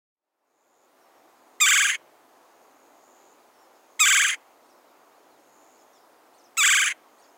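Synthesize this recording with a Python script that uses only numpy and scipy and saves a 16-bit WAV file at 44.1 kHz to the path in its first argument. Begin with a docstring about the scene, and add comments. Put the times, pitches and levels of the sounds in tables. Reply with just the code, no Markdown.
"""A garden's faint hiss fades in with a buzzing insect trill; then a woodpecker gives three loud churrs close by.
Each churr slurs in, warbles about 22 times a second and rasps out: harmonic pulses and puffs of air, shaped
by a windpipe filter that changes as the beak closes. Short echoes surround the bird.
Behind it lie thin gliding whistles of songbirds, insect trills made of fast falling chirps and a far insect
band of throbbing noise, the hiss of filtered noise, and a very faint wavering hum."""
import sys
import numpy as np
from scipy import signal
from scipy.io import wavfile
from scipy.ndimage import uniform_filter1d

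SR = 44100
rng = np.random.default_rng(int(sys.argv[2]) if len(sys.argv) > 2 else 0)


def bounce(signal):
    """Save signal as a 16-bit WAV file at the path given by the first command-line argument."""
    frames = np.transpose(np.atleast_2d(signal))
    limited = np.clip(frames, -1, 1)
    pcm = np.round(limited * 32767).astype(np.int16)
    wavfile.write(sys.argv[1], SR, pcm)


def volts(x):
    """Linear amplitude factor 10**(x/20) for a level x in dB, scalar or array-like."""
    e = np.asarray(x, float) / 20
    return 10 ** e


N = 325017  # length in samples

# Levels in the tables are those ahead of the fade.
# churrs: (start [s], roll start [s], warble rate [1/s], top of opening slur [Hz], slur boost [dB], closing rasp [s])
CHURR_CALLS = [(1.6, 1.6525, 22.25, 1265, 0.3, .034), (3.992, 4.046, 21.97, 1300, 1.5, .027),
               (6.568, 6.623, 21.97, 1355, -1.8, .026)]
# opening slur: (time after the start [s], pitch [share of the top], effort before the boost [dB],
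# treble [dB], roughness [0-1])
OPENING_SLUR = [(0, .7, -20, -13, .2), (.004, .82, -30, -4, .15), (.014, 1.001, -20.3, 0.2, .03),
                (.025, .96, -18, -3, .03)]
# pitch at the trough before each warble and after the last, ahead of the register break: (pitch [Hz])
TROUGH_HZ = [1141, 1147, 1110, 1097, 1118, 1180, 1000]
# pitch at the crest of each warble, ahead of the carry-over and the register break: (pitch [Hz])
CREST_HZ = [1605, 1632, 1638, 1672, 1657, 1590]
# closing rasp, pitch ahead of the register break: (time from its end point in the roll [s], pitch [Hz],
# effort [dB], treble [dB], roughness [0-1])
CLOSING_RASP = [(-.012, 1040, -28, -8, .45), (0, 1080, -28.5, -14, .48), (.018, 1080, -66, -10, .35)]
# crests where the voice snaps up to the windpipe resonance: (middle [s], length [ms])
RESONANCE_SNAPS = [(1.6783, 2.1), (1.7216, 3.3), (1.7696, 3.8), (1.819, 4), (1.896, 5), (4.073, 2.8),
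                   (4.115, 3.1), (4.164, 3.9), (4.2157, 12), (4.2489, 2.8), (4.293, 5.2), (6.649, 5),
                   (6.693, 2.5), (6.738, 2.5), (6.7867, 3), (6.833, 4), (6.877, 7)]
# windpipe with the beak open: (frequency [Hz], gain [dB])
OPEN_THROAT = [(100, -79.5), (700, -40.5), (1100, -14.5), (1650, -1), (2050, 5), (2300, -4.5), (2700, -5.5),
               (3200, -5), (3600, -3), (4200, -19), (4900, -14), (5500, -15.5), (6500, -9), (7500, 4),
               (8200, -9.5), (8750, -19.5), (9900, -19.5), (11200, -21.5), (12500, -38), (13600, -17),
               (14800, -14.5), (16500, -35)]
# windpipe as the beak closes towards the end of a churr: (frequency [Hz], gain [dB])
CLOSED_THROAT = [(100, -76), (700, -43), (1100, -18), (1600, -0.5), (2150, 0), (2600, -6), (3150, -4.5),
                 (3600, -17.5), (4200, -22), (4900, -19.5), (5450, -28), (6400, -5), (7500, -14.5),
                 (8200, -13.5), (8700, -27.5), (9900, -9), (11000, -30), (12000, -60), (13300, -35.5),
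                 (14800, -22.5), (16500, -29.5)]
# early echoes from nearby trunk, branches and ground: (delay [ms], level [dB])
EARLY_ECHOES = [(1.3, -14), (2.9, -13), (5.2, -15), (8.1, -17), (12.7, -20)]
# near insect: (start [s], end [s], level once swelled [dB])
NEAR_TRILLS = [(0.45, 0.868, -60), (2.94, 3.342, -59.5), (5.425, 5.842, -60)]
# far insects: (time [s], level [dB])
FAR_CHORUS = [(0.9, -90), (1.15, -82), (1.58, -77), (2.0, -87), (2.7, -75), (3.36, -77), (3.54, -85),
              (3.96, -72), (4.4, -80), (4.84, -84), (5.27, -78.5), (5.95, -77), (6.05, -87), (7.0, -86),
              (7.23, -71), (7.37, -78)]
# songbirds, one slur each: (start [s], length [ms], start pitch [Hz], end pitch [Hz], level midway [dB])
BIRD_SLURS = [(1.007, 70, 5850, 5200, -77), (1.15, 50, 5900, 5300, -79), (3.4, 16, 4950, 4400, -78),
              (3.425, 25, 4120, 3450, -78), (3.53, 53, 5700, 5200, -78.5), (3.587, 13, 5000, 5800, -71),
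              (3.6, 75, 5800, 5000, -75), (3.6, 59, 7600, 6650, -78), (3.75, 40, 7300, 6400, -78),
              (7.23, 40, 3750, 3100, -77), (3.75, 35, 5400, 4800, -78), (4.635, 25, 5600, 5150, -76),
              (5.385, 30, 6300, 5100, -79), (4.76, 50, 5580, 4900, -79), (4.87, 47, 4080, 3400, -77),
              (5.11, 83, 3440, 4570, -80.5), (5.3, 84, 4500, 3520, -78), (5.745, 32, 4100, 4800, -79),
              (5.78, 50, 5550, 4900, -74), (5.929, 71, 6000, 4640, -71), (5.95, 36, 7500, 6630, -76),
              (5.95, 38, 3730, 3200, -75), (6.0, 50, 5640, 4900, -77), (7.24, 18, 4500, 4650, -70),
              (7.282, 22, 5400, 5000, -72)]
# a nearer songbird, an arch and then a hooked fall: (start [s], arch length [ms], arch level midway [dB],
# hook start pitch [Hz], hook level midway [dB])
BIRD_ARCHES = [(4.648, 58, -78, 6100, -71.5), (6.333, 59, -75, 6800, -67.5), (6.39, 53, -80, 6700, -66),
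               (7.174, 54, -73.5, 6000, -70)]
# colour of the hiss: (frequency [Hz], relative level per Hz [dB])
HISS_COLOUR = [(20, -54.5), (60, -31.5), (134, -19.5), (200, -21), (270, -1), (500, -1), (750, 2),
               (1250, -3.5), (1500, -8.5), (2200, -13), (3100, -17.5), (5800, -20.5), (10000, -23),
               (16200, -22.5)]
# low hum: (time [s], level [dB])
HUM_LEVEL = [(1.5, -94), (2.07, -83.5), (2.48, -100.5), (4.44, -115), (5.51, -85), (5.72, -100), (6.0, -95),
             (6.93, -91), (7.37, -99)]
# fade-in of the whole mix: (time [s], gain [dB])
FADE_IN = [(0, -69), (.25, -27.5), (.5, -14), (.75, -6.5), (1.0, -0.5), (1.5, 1.29)]


def turns(start, roll, rate, top_hz, slur_db, rasp):
    """Maps a churr's pitch and effort turns: rows (s, Hz, effort dB, treble dB, roughness) as the voice tires."""
    tire_power, fray_power = 4.0, 7.0  # how late the voice tires and frays
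    k, j = np.arange(len(TROUGH_HZ)), np.arange(len(CREST_HZ))
    low, high = k / k[-1], j / j[-1]  # progress through the roll, 0-1
    tired = low ** tire_power

    trough_s = roll + k / rate
    trough_db = -18.5 - 10.2 * tired
    trough_treble_db = np.where(k, -4.3 - 4 * tired, -9.5)  # shriller than the crests at first, save the first
    trough_rough = .035 + .24 * low ** fray_power
    troughs = np.transpose([trough_s, TROUGH_HZ, trough_db, trough_treble_db, trough_rough])

    crest_s = roll + (j + .5 + .085 * high ** 2) / rate  # the crest comes later in its warble as the roll goes on
    usual_top_hz = 1300  # a higher slur carries over into the first crest
    crest_hz = CREST_HZ + (j == 0) * (top_hz - usual_top_hz)
    crest_db = -17.4 - 1.2 * high
    crest_treble_db = -8.5 + 0 * j
    crest_rough = .17 + .24 * high ** fray_power
    crests = np.transpose([crest_s, crest_hz, crest_db, crest_treble_db, crest_rough])

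    opening = np.array(OPENING_SLUR) * [1, top_hz, 1, 1, 1] + [start, 0, slur_db, 0, 0]
    closing = np.array(CLOSING_RASP) + [trough_s[-1] + rasp, 0, 0, 0, 0]
    rows = np.vstack([opening, troughs, crests, closing])
    return rows[np.argsort(rows[:, 0])]


def churr(rows):
    """Pulses on a warbling pitch, with jitter and puffs of air, pass the windpipe."""
    break_hz, break_width_hz, break_jump_hz = 1370, 50, 57.4  # the warble skips between two registers
    break_db, break_treble_db = -1.5, 7.5  # there it falters and turns shrill
    snap_hz = 2100  # windpipe resonance
    s, turns_hz, *columns = np.transpose(rows)
    t = np.arange(s[0], s[-1], 1 / SR)
    effort_db, treble_db, rough = (np.interp(t, s, c) for c in columns)

    # pitch: rounded turns, then the register break
    place = np.interp(t, s, np.arange(len(s)))
    eased = place // 1 + .5 - .5 * np.cos(np.pi * (place % 1))
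    hz = np.interp(eased, np.arange(len(s)), turns_hz)
    off_hz = hz - break_hz
    rolling = np.clip((t - s[0] - .035) / .01, 0, 1)  # 0 in the opening slur, 1 after it
    hz = hz + rolling * break_jump_hz * (np.tanh(off_hz / break_width_hz) - off_hz / 270)
    falter = rolling * np.exp(-(off_hz / 100) ** 2)
    rough = np.clip(rough + .06 * falter, 0, 1)

    # only the lowest partial is caught by the resonance; the snap roughens the overtones
    lowest_hz = hz
    for at, ms in RESONANCE_SNAPS:
        lowest_hz = lowest_hz + (snap_hz - lowest_hz) * np.exp(-abs((t - at) * 2000 / ms) ** 3)
    rough = np.clip(rough + .14 * (lowest_hz - hz) / (snap_hz - break_hz), 0, 1)

    shake, air = rng.standard_normal((2, len(t)))
    jitter = .25 * rough * evened(band(shake, 80, 500))
    cycles = np.cumsum(hz * (1 + jitter)) / SR

    # the pulse shape keeps changing in the roll: each partial from the fourth up flickers on its own
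    wander = evened(band(rng.standard_normal((len(t), 20)).T, 40, 360))
    flicker_db = 2.6 * (1 + 4.5 * np.minimum(rough, .2)) * rolling * wander
    flicker_db[:4] = 0
    flicker_db[3] -= 15 * rough  # a rasp dulls the third partial
    overtones = np.zeros(len(t))
    for k in range(2, 20):
        overtones += volts(flicker_db[k]) * np.cos(2 * np.pi * k * cycles) * (k * hz < 18000)
    lowest = np.cos(2 * np.pi * (cycles + np.cumsum(lowest_hz - hz) / SR))
    lowest_gain = np.clip(1 - 0.98 * rough, 0, 1)  # a rasp loses its fundamental
    pulses = np.sqrt(2) * (overtones + lowest_gain * lowest)

    # air puffs out once a cycle
    puffs = band((.3 + np.exp(-(cycles % 1) / .3)) * air, 1500, 17000)
    drive = (1 - .6 * rough) * pulses + 4.5 * rough * evened(puffs)
    treble = signal.filtfilt(*signal.butter(2, 4500, "high", fs=SR), drive)
    drive = drive + (volts(treble_db + break_treble_db * falter) - 1) * treble
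    source = volts(effort_db + break_db * falter) * signal.windows.tukey(len(t), .025) * drive

    shut = np.clip((t - s[0]) / (s[-1] - s[0]), 0, 1) ** 0.76  # the beak closes, fastest at first
    voice = coloured((1 - shut) * source, OPEN_THROAT) + coloured(shut * source, CLOSED_THROAT)
    return s[0], voice


def bounced(x):
    """Early single reflections, treble only: they break up the fast-sweeping overtones."""
    out, treble = x.copy(), band(x, 6800, 17000)
    for ms, db in EARLY_ECHOES:
        add(out, ms / 1000, volts(db) * treble[:N - SR])
    return out


def garden(x, t60, low_hz, high_hz):
    """A diffuse echo from leaves and walls: decaying noise that falls 60 dB in t60 seconds."""
    t = np.arange(SR // 2) / SR
    tail = rng.standard_normal(len(t)) * volts(-60 * t / t60) * (t > .004)
    return signal.fftconvolve(band(x, low_hz, high_hz), tail / np.linalg.norm(tail))[:N]


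def songbirds():
    """Slurs, arches and hooks; moving air makes them flicker, distance dulls them."""
    out = np.zeros(N)
    for s, ms, start_hz, end_hz, db in BIRD_SLURS:
        middle_hz = start_hz + .55 * (end_hz - start_hz)
        add(out, s, glide(ms, start_hz, middle_hz, end_hz, db))
    hook_end_hz = 4980
    for s, ms, db, hook_hz, hook_db in BIRD_ARCHES:
        add(out, s, glide(ms, 2620, 4620, 2340, db, octave=volts(1.5)))  # a strong octave
        middle_hz = hook_hz + .78 * (hook_end_hz - hook_hz)
        add(out, s + .047, glide(40, hook_hz, middle_hz, hook_end_hz, hook_db))
    flicker = volts(2.6 * evened(band(rng.standard_normal(N), 35, 150)))
    return band(out * flicker, 2000, 10200)


def glide(ms, start_hz, middle_hz, end_hz, db, octave=0):
    """A whistled near-sine on a parabola through three pitches, softening by 6 dB on its way."""
    u = np.linspace(-1, 1, round(ms * SR / 1000))
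    slope, bend = (end_hz - start_hz) / 2, (start_hz + end_hz) / 2 - middle_hz
    phase = 2 * np.pi * np.cumsum(middle_hz + slope * u + bend * u ** 2) / SR
    tone = np.sin(phase) + octave * np.sin(2 * phase)
    return np.sqrt(2) * volts(db - 3 * u) * tone * signal.windows.tukey(len(u), .3)


def insects():
    """The near one clicks out falling chirps that slow down; the far ones blur into a band."""
    strokes_per_s, slowing_per_s = 105, -13  # at the start, and the change by the end
    swell_db, swell_share, swell_hz = -9, .33, -300  # starts soft and low, swells over its first part
    near = np.zeros(N)
    for start, end, db in NEAR_TRILLS:
        u = np.linspace(0, 1, round((end - start) * SR))
        soft = np.maximum(1 - u / swell_share, 0)
        stroke = np.cumsum(strokes_per_s + slowing_per_s * u) / SR % 1
        chirp = np.sin(2 * np.pi * np.cumsum(7700 - 2300 * stroke + swell_hz * soft) / SR)
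        shape = np.sin(np.pi * np.clip(stroke / .72, 0, 1)) ** 2
        scrape = 1 + 0.28 * evened(band(rng.standard_normal(len(u)), 50, 600))
        level = volts(db + swell_db * soft) * signal.windows.tukey(len(u), .06)
        add(near, start, level * shape * scrape * chirp)
    t = np.arange(N) / SR
    throb = 1 + .5 * evened(band(rng.standard_normal(N), 90, 115))
    far = evened(throb * band(rng.standard_normal(N), 6300, 7000))
    return near + volts(np.interp(t, *np.transpose(FAR_CHORUS))) * far


def hiss():
    """Distant rustle and traffic: random short-time spectra with faint patches."""
    frames, hz = N // 256 + 5, np.fft.rfftfreq(1024, 1 / SR)
    real, imaginary, patches = rng.standard_normal((frames, 513, 3)).T
    patches = uniform_filter1d(patches, size=12, axis=0)
    patches_db = .8 * evened(uniform_filter1d(patches, size=20, axis=1))
    spectra = (real + 1j * imaginary) * volts(read(HISS_COLOUR, hz)[:, None] + patches_db)
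    noise = signal.istft(spectra, nperseg=1024, noverlap=768)[1][:N]
    return volts(-58.5) * evened(noise)


def hum():
    """A low wavering tone near 140 Hz that comes and goes."""
    t = np.arange(N) / SR
    waver = evened(uniform_filter1d(rng.standard_normal(N), size=8000))
    tone = np.sqrt(2) * np.sin(2 * np.pi * np.cumsum(140 + 1.2 * waver) / SR)
    return volts(np.interp(t, *np.transpose(HUM_LEVEL))) * tone


def read(points, hz):
    """Joins a spectrum by straight lines on a log-frequency axis."""
    f, value = np.transpose(points)
    return np.interp(np.log(hz + 1), np.log(f + 1), value)


def evened(x):
    """Scales to rms 1."""
    return x / np.sqrt(np.mean(x ** 2) + 1e-20)


def add(mix, s, sound):
    """Lays a sound into the mix at time s."""
    part = mix[round(s * SR):][:len(sound)]
    part += sound[:len(part)]


def coloured(x, points):
    """Causal (minimum-phase) filter with the given spectrum."""
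    log_gain = np.log(volts(read(points, abs(np.fft.fftfreq(4096, 1 / SR)))))
    taps = np.fft.ifft(np.exp(np.conj(signal.hilbert(log_gain)))).real[:2048]
    return signal.oaconvolve(x, taps)[:len(x)]


def band(x, low_hz, high_hz):
    """Band-pass."""
    return signal.sosfilt(signal.butter(2, [low_hz, high_hz], "bandpass", fs=SR, output="sos"), x)


def scene():
    """The bird with its echoes over the background."""
    bird = np.zeros(N)
    for call in CHURR_CALLS:
        add(bird, *churr(turns(*call)))
    short_echo = volts(-22) * garden(bird, .06, 1500, 16000)
    long_echo = volts(-35) * garden(bird, 0.55, 1400, 3600)
    near = bounced(bird) + short_echo + long_echo
    small, buzz = songbirds(), insects()
    small = small + volts(-5.5) * garden(small, .2, 2000, 12000)
    buzz = buzz + volts(-7.5) * garden(buzz, .15, 5000, 9000)
    return (near + small + buzz + hiss() + hum())[None]


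def band_limit(x):
    """A steep low-pass at the top of the band."""
    return signal.sosfilt(signal.butter(12, 16330, fs=SR, output="sos"), x)


def record(dry):
    """Fades the mix in and limits its band to 15.9 kHz."""
    faded = dry * volts(np.interp(np.arange(N) / SR, *np.transpose(FADE_IN)))
    lowpass = signal.firwin(511, 15900, window=("kaiser", 9), fs=SR)
    limited = signal.oaconvolve(faded, lowpass[None], "same")
    return band_limit(limited)


dry = scene()
out = record(dry)
bounce(out)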